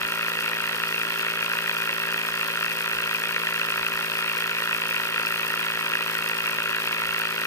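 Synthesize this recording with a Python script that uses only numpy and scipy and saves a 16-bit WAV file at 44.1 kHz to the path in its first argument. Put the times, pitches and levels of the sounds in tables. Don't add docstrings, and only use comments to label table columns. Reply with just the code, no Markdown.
import sys
import numpy as np
from scipy import signal
from scipy.io import wavfile

SR = 44100
rng = np.random.default_rng(int(sys.argv[2]) if len(sys.argv) > 2 else 0)


def how_loud(loudness_db):
    steps = np.asarray(loudness_db, float) / 20
    return 10 ** steps


def transcribe(signal):
    frames = np.atleast_2d(signal).T
    limited = np.clip(frames, -1, 1)
    pcm = np.round(limited * 32767).astype(np.int16)
    wavfile.write(sys.argv[1], SR, pcm)


N = 328986


def gears(turns, rattle_db):
    knock_angles = [(.25, .01), (.295, .015), (.44, .04), (.655, .007), (.7, .01), (.75, .012),
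                    (.875, .004), (.975, .008)]
    # level in dB, strength scatter in dB, brightness in dB per octave.
    knock_levels = [(-6, 2.2, 0), (-6, 2.2, 2), (-14, 3, 4), (0, 2, 0), (0, 2, .5), (-2, 2, .5),
                    (-4, 1.2, -4), (-11, 2, -4)]
    # start in seconds, peak level in dB.
    hard_knocks = [(0.3336, -17), (0.477, -16), (0.8345, -16), (1.1209, -17), (1.2652, -17), (1.4262, -18),
                   (1.5362, -17), (1.5868, -10), (1.819, -18), (2.573, -13), (2.627, -14), (2.8406, -16),
                   (3.021, -14), (3.362, -18), (3.47, -12), (3.685, -16), (3.7774, -11), (3.8644, -23),
                   (4.4039, -11), (4.817, -13), (5.1432, -26), (5.25, -16), (5.917, -20), (5.9524, -14),
                   (6.008, -15), (6.151, -12.5), (6.2615, -15), (6.8732, -14), (6.9822, -26), (7.435, -11)]
    # frequency in Hz, width in Hz, left level in dB, right level in dB.
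    housing_modes = [(409, 305, -22, -21.5), (538, 145, -11, -12.5), (950, 145, -7, -9),
                     (1087, 256, -10.5, -10.5), (1387, 132, -3.5, -5), (1643, 358, -4.5, -6),
                     (1914, 168, -0.5, 1), (2214, 34, -1, 0), (2445, 71.5, 2.5, -1), (2733, 150, -3.5, -2),
                     (3110, 79, -2.5, -8.5), (3284, 350, -7, -6.5), (3860, 67, -11.5, -12.5),
                     (4060, 170, -17, -19), (4920, 290, -26, -24.5), (5800, 230, -41, -56)]
    shaft_hz = 55.6
    force_over_peak_db = 17

    whole = np.arange(-1, turns[-1] + 1)
    where, table = np.array(knock_angles), np.array(knock_levels)
    luck = np.clip(rng.standard_normal((len(whole), len(table), 2)), -2, .9)
    angle = whole[:, None] + where[:, 0] + where[:, 1] * luck[..., 0]
    at = np.interp(angle, turns, np.arange(N)).astype(int).ravel()
    knock_db = table[:, 0] + table[:, 1] * luck[..., 1]
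    hard_s, hard_db = np.transpose(hard_knocks)
    at = np.r_[at, (hard_s * SR).astype(int)]
    hard_force_db = np.clip(hard_db, -19, -12) + force_over_peak_db

    loose = grains(per_s=9000., spread_db=1.5)
    worn = loose[0, (turns % 1 * SR / shaft_hz).astype(int)]
    out = np.zeros((2, N))
    for k, (hz, width_hz, left_db, right_db) in enumerate(housing_modes):
        octaves = np.log2(hz / 2000)
        alike = .93 / (1 + (hz / 4200) ** 4)
        worn_share = .6 / (1 + (hz / 2000) ** 4 + (800 / hz) ** 4)
        chatter = share(loose, alike) + worn_share * worn

        tilted_db = knock_db + table[:, 2] * octaves
        blows = np.zeros(N)
        blows[at] = how_loud(np.r_[tilted_db.ravel(), hard_force_db - 2 * octaves])
        blows[[0, -1]] = 0
        landing = np.zeros((3, N))
        landing[:, at] = .6 * rng.standard_normal((3, len(at))) + [[1], [0], [0]]

        meshing = how_loud(-18 + 4 * octaves ** 2 / 2)
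        rattle = fade(blows, .0008) + meshing
        soft = 4.8 / (1 + (hz / 3200) ** 3 + (700 / hz) ** 3)
        drive = soft * blows * share(landing, alike) + chatter * rattle
        out += (-1) ** k * port_gains(left_db, right_db) * resonate(drive, hz, width_hz)
    return how_loud(rattle_db + 4.5) * rms_one(out)


def off_sand(x):
    # left in seconds, right in seconds.
    echo_delays = (0.0007045, 0.000656)
    dull = signal.lfilter(*signal.butter(1, 6000, fs=SR), x)
    echo = np.array([delayed(d, s) for d, s in zip(dull, echo_delays)])
    return x + how_loud(-8.5) * echo


def hum(turns):
    # multiple of the shaft speed, left level in dB, right level in dB.
    harmonics = [(2, -68, -63.5), (3, -48, -48), (4, -52.5, -52.5), (5, -57, -59.5), (6, -60.5, -75),
                 (7, -46.5, -48), (8, -51, -55), (9, -50.5, -52.5), (10, -56.5, -53), (11, -52.5, -57.5),
                 (12, -66.5, -60.5), (13, -66, -59), (14, -61, -67), (15, -73, -58), (17, -66, -46.5),
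                 (18, -50, -103), (25, -49, -43)]
    out = np.zeros((2, N))
    for multiple, left_db, right_db in harmonics:
        spread = .2 * rng.standard_normal()
        cycles = round(multiple) * (turns - .82) - .35 + spread
        sway = how_loud(0.51 * drift(2.5))
        tone = np.sqrt(2) * np.cos(2 * np.pi * cycles) * sway
        out += tone * port_gains(left_db, right_db)
    return out


def brushes(turns, scratch_db):
    scratch_angles = [(.17, .03, .05), (.25, .01, .03), (.34, .04, .06), (.475, .035, .07), (.7, .09, .09)]
    # level in dB, scatter in dB.
    scratch_levels = [(-16, 9), (0, 6), (-10, 4), (1.5, 3), (-8, 3)]
    # frequency in Hz, width in Hz, left level in dB, right level in dB.
    brush_modes = [(4860, 1180, 2, 0), (7890, 1530, -2.5, -3.5), (8510, 1250, 1, -1.5),
                   (10450, 650, 0, -0.5), (10960, 1670, 1, -3.5), (13100, 1900, 0.4, -1),
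                   (15330, 2000, 0.5, -6.5)]
    pressure = how_loud(-8 + 2.5 * drift(30.))
    for (angle, rise, fall), (level_db, scatter_db) in zip(scratch_angles, scratch_levels):
        past = turns - angle + .5
        within = past % 1 - .5
        turn_number = np.floor(past).astype(int) + 1
        luck = np.clip(rng.standard_normal(int(turns[-1]) + 3), -2, 2)[turn_number]
        width = np.where(within < 0, rise, fall)
        pressure += how_loud(level_db + scatter_db * luck) * np.exp(-.5 * (within / width) ** 2)
    grit = pressure * share(grains(per_s=15000., spread_db=2.0), alike=0.08)
    out = np.zeros((2, N))
    for k, (hz, width_hz, left_db, right_db) in enumerate(brush_modes):
        out += (-1) ** k * port_gains(left_db, right_db) * resonate(grit, hz, width_hz)
    out = signal.sosfilt(signal.butter(2, 4200, "high", fs=SR, output="sos"), out)
    return how_loud(scratch_db + 6.0) * rms_one(out)


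def open_air(rumble_db):
    mid, side, mid_high, side_high = rng.standard_normal((4, N))
    noise = mid + 0.23 * side * [[1], [-1]]
    high_noise = mid_high + 0.21 * side_high * [[1], [-1]]
    low = band(noise, 2, 48, 76)
    upper = band(noise, 2, 90, 150)
    edge = band(high_noise, 3, 245, 350)
    flicker = how_loud(-58.5 + 3. * drift(4.4))
    return how_loud(rumble_db + 1.5) * rms_one(low) + how_loud(-47.5 - 16.5) * rms_one(upper) + flicker * rms_one(edge)


def swells(t):
    # centre in seconds, rise above the usual level in dB.
    swell_times = [(.03, 6), (.5, 4), (.95, 2), (2.42, 4), (2.96, 7), (3.75, 6), (5.1, 3), (6.67, 3),
                   (7.07, 4)]
    usual_db, half_width_s = -64.5, .08
    return usual_db + sum(db * np.exp(-.5 * ((t - s) / half_width_s) ** 2) for s, db in swell_times)


def grains(per_s, spread_db):
    size = (3, N)
    sizes = how_loud(spread_db * np.minimum(rng.exponential(1, size), 4)) * np.sign(rng.standard_normal(size))
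    return rms_one(sizes * (rng.random(size) < per_s / SR))


def share(streams, alike):
    return np.sqrt(alike) * streams[0] + np.sqrt(1 - alike) * streams[1:]


def port_gains(left_db, right_db):
    return how_loud(np.array([[left_db], [right_db]]))


def resonate(x, hz, width_hz):
    r = np.exp(-np.pi * width_hz / SR)
    top = (1 - r * r) / 2 * np.array([1, 0, -1])
    return signal.lfilter(top, [1, -2 * r * np.cos(2 * np.pi * hz / SR), r * r], x)


def band(x, order, low_hz, high_hz):
    return signal.sosfilt(signal.butter(order, [low_hz, high_hz], "band", fs=SR, output="sos"), x)


def fade(x, seconds):
    return signal.lfilter([1], [1, -np.exp(-1 / (seconds * SR))], x + 1e-18)


def drift(rate):
    r = np.exp(-80 * np.pi * rate / SR)
    slow = signal.lfilter([1], [1, -2 * r, r * r], rng.standard_normal(N // 40 + 2002))[2000:]
    return np.interp(np.arange(N) / 40, np.arange(len(slow)), rms_one(slow))


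def delayed(x, seconds):
    return np.interp(np.arange(N) - seconds * SR, np.arange(N), x, left=0)


def rms_one(x):
    return x / np.sqrt(np.mean(x ** 2) + 1e-20)


def scene():
    t = np.arange(N) / SR
    start_turns, start_hz, sag_hz_per_s = -.048, 55.997, .0899
    turns = start_turns + start_hz * t - sag_hz_per_s * t ** 2 / 2
    rattle = how_loud(0.5) * off_sand(gears(turns, rattle_db=-31.5))
    left, right = hum(turns) + rattle + brushes(turns, scratch_db=-44.5)
    right_lag_s = 6 / 44100
    return np.array([left, delayed(right, right_lag_s)]) + open_air(swells(t))


def top_cut(x):
    return signal.sosfilt(signal.butter(12, 16300, fs=SR, output="sos"), x)


def record(dry):
    rounded = .5 * np.tanh(dry / .5)
    low_pass = signal.ellip(10, .5, 60, 15850 - 300, fs=SR, output="sos")
    finished = signal.sosfilt(low_pass, rounded)
    return top_cut(finished)


dry = scene()
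out = record(dry)
transcribe(out)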